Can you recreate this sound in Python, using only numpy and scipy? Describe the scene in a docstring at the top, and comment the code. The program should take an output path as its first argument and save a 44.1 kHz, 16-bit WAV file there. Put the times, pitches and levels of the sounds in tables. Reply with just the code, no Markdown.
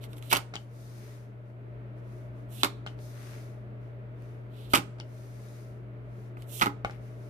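"""Stiff cards drawn off a deck

Cards leave a deck held at the right: bright noise scrapes, then ringing cracks with low thuds snap them free.
Struck modes tap each card down on a hard table at times, and wide gritty noise slides it into place.
Sparse reflections make a small room; an appliance hums as a sine with resonant noise and air.
The whole background dips after the first snap and recovers by about 1.75 s.
A spaced pair of microphone ports hears it all, with delay and shading between left and right."""
import sys
import numpy as np
from scipy import signal
from scipy.fft import rfft, irfft
from scipy.io import wavfile
from scipy.ndimage import uniform_filter1d

SR = 44100
rng = np.random.default_rng(int(sys.argv[2]) if len(sys.argv) > 2 else 0)


def inscribe(sig):
    """Save sig as 16-bit PCM at rate SR to the path in sys.argv[1].

    A 1-D sig is mono; a 2-D sig holds one channel per row.
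    Samples are clipped to [-1, 1] before scaling.
    """
    pcm = np.round(np.clip(np.atleast_2d(sig).T, -1, 1) * 32767)
    wavfile.write(sys.argv[1], SR, pcm.astype(np.int16))


def volts_from_decibels(level):
    """Turn decibel levels (scalar or array-like) into linear amplitude factors."""
    exponent = np.asarray(level, float) / 20
    return 10 ** exponent


N = 321489

# modes of deck and hand: (f/Hz, level/dB, t60/s)
DECK_MODES = [(219, -10, .04), (276, -7.5, 0.067), (378, -10.5, 0.033), (636, -13.5, 0.013),
              (865, -2.5, 0.041), (1006, -1.5, 0.03), (1270, 0.5, 0.046), (1331, 0.5, 0.02),
              (1410, 0.5, 0.024), (1750, -0.5, 0.018), (2028, 2.5, .03)]
# left port turned away from the deck: (f/Hz, left minus right/dB)
DECK_SHADE = [(60, -10.5), (180, -2), (550, -3), (1650, -5), (4970, -2.5), (15000, -7)]
TABLE_SHADE = [(300, 1.5), (8000, 3.4)]  # (f/Hz, left minus right/dB)
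DECK_LAG, TABLE_LAG = 16, 9  # samples by which left lags right


def evened(x):
    """Scales to rms 1."""
    return x / np.sqrt(np.mean(x ** 2) + 1e-20)


def peaked(x):
    """Scales to peak 1."""
    return x / (abs(x).max() + 1e-12)


def read(points, hz):
    """Reads a spectrum on a log-frequency axis."""
    f, value = np.transpose(points)
    return np.interp(np.log(hz + 1), np.log(f + 1), value)


def add(mix, s, sound):
    """Mixes a sound in at s seconds."""
    part = mix[:, round(s * SR):][:, :sound.shape[-1]]
    part += sound[..., :part.shape[1]]


def coloured(x, points):
    """Shapes x by a dB spectrum, rms 1."""
    size = x.shape[-1]
    gain = volts_from_decibels(read(points, np.fft.rfftfreq(size, 1 / SR)))
    return evened(irfft(rfft(x) * gain, size))


def band(x, low_hz, high_hz):
    """Causal band-pass."""
    return signal.sosfilt(signal.butter(2, [low_hz, high_hz], "bandpass", fs=SR, output="sos"), x)


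def alike(size, share):
    """Two noises with a common part: a broad source sounds different at each port, except in the bass."""
    common, left, right = rng.standard_normal((3, size))
    share = np.clip(share, 0, 1)
    apart = np.array([left, right]) - common
    return common + (1 - share) * (apart - band(apart, 53, 1400))


def struck(modes, t, centre_hz):
    """Dying sines; a blow favours the modes near its centre, and no two blows land quite alike."""
    hz, db, t60 = np.transpose(modes)[:, :, None]
    spot = rng.standard_normal((len(modes), 2))
    detune = 1 + 0.033 * spot[:, :1]
    luck_db = 3 * spot[:, 1:]
    near_db = -4.0 * np.log2(hz / centre_hz) ** 2
    fall_db = -60 * t / t60
    ring = np.sin(2 * np.pi * hz * detune * t) * volts_from_decibels(db + near_db + luck_db + fall_db)
    return peaked(ring.sum(0))


def grit(per_s, spread_db, smooth_share):
    """Friction: random specks of uneven size over smooth noise, two separate streams."""
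    size_db = spread_db * np.minimum(rng.exponential(1, (2, N)), 4)
    specks = (rng.random((2, N)) < per_s / SR) * volts_from_decibels(size_db)
    return evened(specks * rng.standard_normal((2, N))) + smooth_share * rng.standard_normal((2, N))


def strokes(rows, ends_db, square):
    """Each stroke swells to its strongest moment and fades; returns the gains of its two layers."""
    t, power = np.arange(N) / SR, np.zeros((2, N))
    for top, swell, fade, db, second_db in rows:
        away = np.where(t < top, (top - t) / swell, (t - top) / fade)
        # down by ends_db one swell or fade time away; a higher power flattens the top
        shape_db = ends_db * np.minimum(away, 2) ** square
        power += volts_from_decibels(db + np.array([[0], [second_db]]) + shape_db) ** 2
    return np.sqrt(power)


def ports(x, lag, balance):
    """A source nearer the right port reaches the left one later; balance tilts the pair by frequency."""
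    tilt_db = read(balance, np.fft.rfftfreq(N, 1 / SR)) * np.array([[.5], [-.5]])
    return irfft(rfft([np.roll(x[0], lag), x[1]]) * volts_from_decibels(tilt_db), N)


def appliance():
    """A mains hum line, resonant drone and room air, all following one background level over time."""
    # background level over time, as that of the hum: (t/s, level/dB)
    background = [(0, -42), (.3, -42.5), (.6, -45.5), (1.0, -44.5), (1.5, -45.5), (1.75, -42.5), (2.1, -42),
                  (4.1, -42.5), (4.3, -42.5), (4.5, -43), (5.5, -43.5), (6.4, -42.5), (7.29, -42.5)]
    # spectrum of the room air, relative: (f/Hz, level/dB)
    air_curve = [(15, -56), (25, -19), (64, -28), (91, -12.5), (126, -17), (148, -14), (169, -15),
                 (421, -18.5), (523, -29), (598, -19), (741, -25), (2170, -32), (4400, -51.5), (7910, -77),
                 (13500, -60.5), (15500, -89.5)]
    # noise resonances of the drone: (f/Hz, width/Hz, level/dB)
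    drone_bands = [(56, 20, -55), (120, 9.7, -65.5), (205.5, 12, -58.5), (290, 42, -60), (357, 38, -60.5),
                   (427.3, 110, -56), (603.3, 100, -56), (1355, 330, -68)]
    # left-right likeness of the noise: (f/Hz, correlation from -1 to 1)
    likeness = [(60, 0.51), (130, 1), (290, 0.89), (640, 0.25), (1410, -0.39), (3100, -0.049), (6820, 0.36),
                (15000, 0.027)]
    hum_hz, air_db = 120, -54.5
    s, hum_db = np.transpose(background)
    t, hz = np.arange(N) / SR, np.fft.rfftfreq(N, 1 / SR)

    a, b = rfft(rng.standard_normal((2, N)))
    same = np.clip(read(likeness, hz), -1, 1)
    pair = np.array([a, same * a + np.sqrt(1 - same ** 2) * b])
    air = volts_from_decibels(read(air_curve, hz))
    air *= volts_from_decibels(air_db) / np.sqrt(np.mean(air ** 2))
    drone = np.zeros(len(hz))  # power over frequency
    for f, width, db in drone_bands:
        resonance = 1 / (1 + (2 * (hz - f) / width) ** 2) ** 2
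        drone += volts_from_decibels(db) ** 2 * SR / (np.pi * width) * resonance
    noise = irfft(pair * np.sqrt(air ** 2 + drone), N)

    level_db = np.interp(t, s, hum_db)
    phase = 2 * np.pi * hum_hz * t + np.array([[0], [.25]])  # right port leads by 0.25 rad
    hum = np.sqrt(2) * volts_from_decibels(level_db) * np.sin(phase) * volts_from_decibels([[1.1], [-1.1]])
    return hum + noise * volts_from_decibels(level_db - level_db.mean())


def room(x, start_s):
    """Sparse reflections of random sign, each band dying at its own speed, others for each port."""
    # decay off the near walls: (f/Hz, t60/s)
    decay = [(150, 0.3), (500, 0.16), (1500, 0.15), (3500, 0.13), (6000, 0.15), (9000, 0.13),
             (15000, 0.071)]
    late_db, late_stretch = -19, 3.2  # a fainter, slower tail from the rest of the room
    reflections, first = np.zeros((2, SR // 2)), round(start_s * SR)
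    slots = np.arange(first, SR // 2 - 12, 12)  # one reflection in every 12 samples
    at = slots + rng.integers(0, 12, (2, len(slots)))
    np.put_along_axis(reflections, at, rng.choice([-1., 1.], at.shape), 1)
    hz, t, z = signal.stft(reflections, SR, nperseg=256)
    fall_db = -60 * t / read(decay, hz)[:, None]
    fall = volts_from_decibels(fall_db) + volts_from_decibels(late_db + fall_db / late_stretch)
    tail = signal.istft(z * fall, SR, nperseg=256)[1]
    low = band(tail[0], 60, 470)
    tail[1] += low - band(tail[1], 54, 390)  # long waves reach both ports alike
    return signal.fftconvolve(x, tail / np.linalg.norm(tail[0]), axes=1)[:, :N]


def slides():
    """Card dragged over the rough table: wide hiss with lower grit; the contact is broad, so the ports differ."""
    # strokes of card and hand: (strongest t/s, swell/s, fade/s, hiss level/dB, low grit re hiss/dB)
    slide_rows = [(.6, .04, .11, -70, -4), (.84, .18, 0.42, -63.5, -5), (1.07, .22, 0.24, -63.5, 1.5),
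                  (1.48, .05, 0.078, -83, 4), (1.985, .035, .05, -77.5, 6), (2.15, .16, 0.2, -71.5, -8),
                  (2.39, .07, 0.11, -76, -12), (2.9, .03, 0.076, -73, 6), (3.04, .07, .22, -60.5, -16),
                  (3.27, .24, 0.33, -59, 2), (3.84, .06, 0.12, -80.5, 6), (4.26, .13, 0.21, -73.5, 5),
                  (4.45, .1, 0.11, -89, 8), (5.2, .2, 0.31, -66, -3), (5.5, .32, 0.32, -64, -2.5),
                  (6.23, .2, 0.12, -72, -6), (6.88, .03, 0.16, -68.5, 8.5), (7.06, .09, 0.17, -70, 1),
                  (7.27, .18, 0.11, -69, -5)]
    # spectrum of the rubbing hiss: (f/Hz, level/dB)
    rub_curve = [(2060, -35), (3500, -2.5), (6360, -1), (7810, -7.5), (8690, -4.5), (13900, -6),
                 (14900, -10), (15200, -52), (15500, -48)]
    pan_db = 3  # left minus right
    left, right = coloured(grit(per_s=2700, spread_db=-7.0, smooth_share=1.8), rub_curve)
    low = evened(band(grit(per_s=8400, spread_db=7.0, smooth_share=0.96), 900, 2500))
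    fine, coarse = strokes(slide_rows, ends_db=-22, square=2.22)
    hiss_left = left + 0.13 * np.roll(right, TABLE_LAG)
    hiss_right = right + 0.043 * np.roll(left, -TABLE_LAG)
    hiss = np.array([hiss_left, hiss_right])
    return volts_from_decibels(np.array([[pan_db], [-pan_db]]) / 2) * (fine * hiss + coarse * low)


def chatters():
    """Something small on the table bounces after a tap: evenly spaced, fading ticks of a short sine."""
    # taps that set off a chatter: (t/s, level/dB)
    chatter_rows = [(0.5543, -27.5), (2.8638, -31), (4.999, -36.5), (6.8476, -38)]
    gap_s, chatter_hz = .0095, 3050
    out, t = np.zeros((2, N)), np.arange(4096) / SR
    since = t % gap_s  # time since the latest bounce
    bounces = peaked(since * np.exp(-since / 0.00085)) * np.exp(-t / 0.0056) * (t > gap_s)
    for s, db in chatter_rows:
        tone = np.sin(2 * np.pi * chatter_hz * since * rng.uniform(0.98, 1.03))
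        add(out, s, volts_from_decibels(db) * peaked(bounces * tone))
    return ports(out, TABLE_LAG, TABLE_SHADE)


def taps():
    """Card and fingers touch the table: a quick push, the table's modes, an edge tick and a brief rattle."""
    # touches: (t/s, blow level/dB, edge tick re blow/dB, rattle re blow/dB)
    tap_rows = [(0.5381, -31, -12, -30), (0.5397, -41.5, 5, -2), (0.5551, -29.5, 5, -16.5),
                (1.319, -57.5, -21.5, -24), (1.5015, -52.5, -21.5, -26), (2.128, -56.5, -17, -20),
                (2.8638, -29, -7, -16), (2.989, -50, 3, -13), (4.9848, -48.5, -13, -12),
                (4.9998, -37, 6, -17), (6.8478, -16.5, -24, -30), (6.8494, -22.5, -24, -35),
                (6.8554, -40, -24, -52), (6.8971, -33.5, -30, -29), (6.909, -39.5, -3, -17.5)]
    # modes of the table top: (f/Hz, level/dB, t60/s)
    table_modes = [(199, -7, 0.054), (440, -26, 0.033), (830, 5, 0.025), (1247, 2, 0.017),
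                   (1470, 3.5, 0.022), (2100, 5, 0.025)]
    out, t = np.zeros((2, N)), np.arange(4096) / SR
    push = peaked(t * np.exp(-t / 0.00027))
    for s, db, edge_db, rattle_db in tap_rows:
        edge = peaked(band(alike(len(t), share=0.55) * t * np.exp(-t / 0.00052), 2860, 5760))
        rattle = evened(band(alike(len(t), share=0.18), 550, 4300)) * np.exp(-t / 0.019)
        blow = 1.4 * struck(table_modes, t, centre_hz=1090) + 0.46 * push
        add(out, s, volts_from_decibels(db) * (blow + volts_from_decibels(edge_db) * edge + volts_from_decibels(rattle_db) * rattle))
    return ports(out, TABLE_LAG, TABLE_SHADE)


def draws():
    """Card face scraping over the next card: bright hiss and a buzz of its edge near 3 kHz."""
    # strokes over the deck: (strongest t/s, swell/s, fade/s, hiss level/dB, edge buzz re hiss/dB)
    draw_rows = [(.042, 0.041, 0.03, -62, 4.5), (.13, 0.058, 0.023, -68.5, 0),
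                 (.18, 0.032, 0.026, -62, -5.5), (.275, 0.082, .04, -62, 1.5),
                 (.314, 0.021, .02, -42.5, 4.5), (2.56, 0.075, 0.046, -56, -3.5),
                 (2.615, .06, 0.027, -53.5, 2.5), (4.62, 0.13, 0.13, -69, 8.5),
                 (4.725, 0.037, 0.022, -55.5, 1.5), (6.42, .06, 0.042, -70.5, 3),
                 (6.58, 0.11, 0.078, -45, -7)]
    # spectrum of the scraping hiss: (f/Hz, level/dB)
    scrape_curve = [(1760, -34.5), (3000, -8.5), (4170, -5.5), (4470, -35), (4750, -20.5), (5270, -1),
                    (14000, 6.5), (15000, -4.5), (15500, -79.5)]
    hiss = grit(per_s=2900, spread_db=0.5, smooth_share=1.5)
    buzz = grit(per_s=2500, spread_db=2.5, smooth_share=1.2)
    # each port also hears some of the other's stream
    hiss = coloured(hiss + 0.24 * hiss[::-1], scrape_curve)
    buzz = evened(band(buzz + 0.23 * buzz[::-1], 2600, 4000))
    face, edge = strokes(draw_rows, ends_db=-25.5, square=2.6)
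    return ports(face * hiss + edge * buzz, DECK_LAG, [(3000, -5.5), (9000, -12.5)])


def thumps():
    """The deck jolts in the hand: a low blow on its modes, with a soft onset."""
    # jolts: (t/s, level/dB)
    thump_rows = [(.328, -20), (2.637, -28.5), (4.737, -13), (4.785, -20), (6.617, -22), (6.677, -28)]
    out, t = np.zeros((2, N)), np.arange(4096) / SR
    for s, db in thump_rows:
        add(out, s, volts_from_decibels(db) * struck(DECK_MODES, t, centre_hz=247) * (1 - np.exp(-t / 0.001)))
    return ports(out, DECK_LAG, DECK_SHADE)


def cracks():
    """A bent card snaps free: a short ring, a spit of treble, a thud of the deck, then grainy flutter."""
    # cracks: (t/s, ring level/dB, ring f/Hz, treble crack re ring/dB, thud re ring/dB)
    crack_rows = [(0.0331, -41.5, 2460, -7.5, -6), (0.04, -36.5, 3100, -4, 0.5),
                  (0.1314, -38, 3600, -5, -7), (0.1688, -50, 3450, 5.5, 2), (0.182, -43, 3190, 1, -6.5),
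                  (0.2251, -37, 3350, -4.5, -14), (0.3135, -21, 2290, -7, -15.5),
                  (0.315, -22, 2340, -1.5, -20.5), (0.3195, -15.5, 3130, -11, -13),
                  (0.3266, -13, 2530, -5.5, 10.5), (0.3282, -15, 2630, 2, -3),
                  (0.3307, -14, 2400, 8.5, 9.5), (0.3344, -10, 2690, -8, -9),
                  (0.346, -26.5, 2830, -11.5, -5), (0.351, -16.5, 2950, -3, -1.5),
                  (0.3596, -13.5, 3000, -5.5, -11.5), (0.3681, -21, 2860, 8, -5.5),
                  (0.372, -22.5, 3300, 3.5, -6.5), (2.633, -4.5, 3680, -7.5, -18),
                  (2.6457, -15, 4280, 1.5, 3.5), (2.6562, -33.5, 3430, -8, 3),
                  (2.6757, -41.5, 2810, -3, 2.5), (4.222, -61.5, 2580, 8.5, -1.5),
                  (4.7348, -14, 3070, 0.5, 10), (4.7376, -13, 2680, -19.5, 12), (4.739, -8, 2240, -10.5, 3),
                  (4.7484, -10, 2430, -0.5, -25), (4.753, -11, 3200, 0.5, -55),
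                  (4.757, -10.5, 2960, 0.5, -22), (4.761, -19, 2700, -2, -8), (4.767, -20.5, 4100, -2, -8),
                  (4.7738, -20.5, 2470, 1, -11), (4.781, -25.5, 2300, 0, -3.5), (4.7866, -33, 2920, 5, 8.5),
                  (4.7944, -38, 2850, -7, 9), (6.37, -44.5, 2480, -16, 14), (6.4219, -44, 2870, 4, -6),
                  (6.5969, -28, 3200, -3, -17), (6.612, -15.5, 3170, -4.5, 9),
                  (6.6184, -12, 2360, -18.5, 12), (6.623, -12.5, 2500, -16.5, 0),
                  (6.6257, -17, 2860, -15.5, -6), (6.6276, -17.5, 2260, -21, 3),
                  (6.636, -20, 1900, -15, -5), (6.6588, -22, 2620, -3, 12), (6.6608, -37, 1910, -9, -8),
                  (6.6674, -27, 2800, -22, 20), (6.677, -39, 2330, -21.5, 20.5)]
    # spectrum of the flutter: (f/Hz, level/dB)
    flutter_curve = [(88, -29.5), (150, 0.5), (296, 3.5), (509, -3.5), (1370, -0.5), (1800, -13.5),
                     (2180, -2), (2920, -10), (4840, -12), (8170, -19), (13800, -14), (14600, -19.5),
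                     (15500, -46)]
    flutter_db = -13.5  # relative to the ring
    out, t = np.zeros((2, N)), np.arange(4096) / SR
    swell = peaked(t ** 2 * np.exp(-t / 0.00029))
    for s, db, hz, crack_db, thud_db in crack_rows:
        rough = evened(band(rng.standard_normal(len(t)), 1300, 4100))
        bend = np.sin(2 * np.pi * (hz * t + rng.random())) + .5 * rough
        ring = peaked(swell * bend)
        crack = peaked(band(alike(len(t), share=0.2) * swell, 2600, 15500))
        slaps = volts_from_decibels(2.5 * evened(uniform_filter1d(rng.standard_normal(len(t)), size=50)))  # uneven, about 1 ms
        flutter = coloured(alike(len(t), share=0.069) * slaps, flutter_curve)
        flutter = flutter * (1 - np.exp(-t / 0.00067)) * np.exp(-t / 0.012)
        thud_hz = 1150 * 2 ** (db / 28)  # a harder crack thuds higher: an octave per 28 dB
        thud = struck(DECK_MODES, t, thud_hz) * rng.choice([-1, 1]) * (1 - np.exp(-t / 0.00066))
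        snap = ring + volts_from_decibels(crack_db) * crack + volts_from_decibels(thud_db) * thud + volts_from_decibels(flutter_db) * flutter
        add(out, s, volts_from_decibels(db) * snap)
    return ports(out, DECK_LAG, DECK_SHADE)


def scene():
    """Hands and cards in the room, over the appliance."""
    cards = chatters() + taps() + draws() + thumps() + cracks()
    return appliance() + volts_from_decibels(-12.5) * room(cards, start_s=.004) + slides() + cards


def roll_off(x):
    """The treble ends steeply here."""
    return signal.sosfilt(signal.butter(12, 16510, fs=SR, output="sos"), x)


def record(dry):
    """Adds microphone hiss, then cuts the lows below 38 Hz and the top above 14.7 kHz."""
    hiss = volts_from_decibels(-83.5) * rng.standard_normal(dry.shape)
    mix = signal.sosfilt(signal.butter(2, 38, "highpass", fs=SR, output="sos"), dry + hiss)
    mix = signal.sosfilt(signal.cheby2(16, 22, 14700, fs=SR, output="sos"), mix)
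    return roll_off(mix)


dry = scene()
out = record(dry)
inscribe(out)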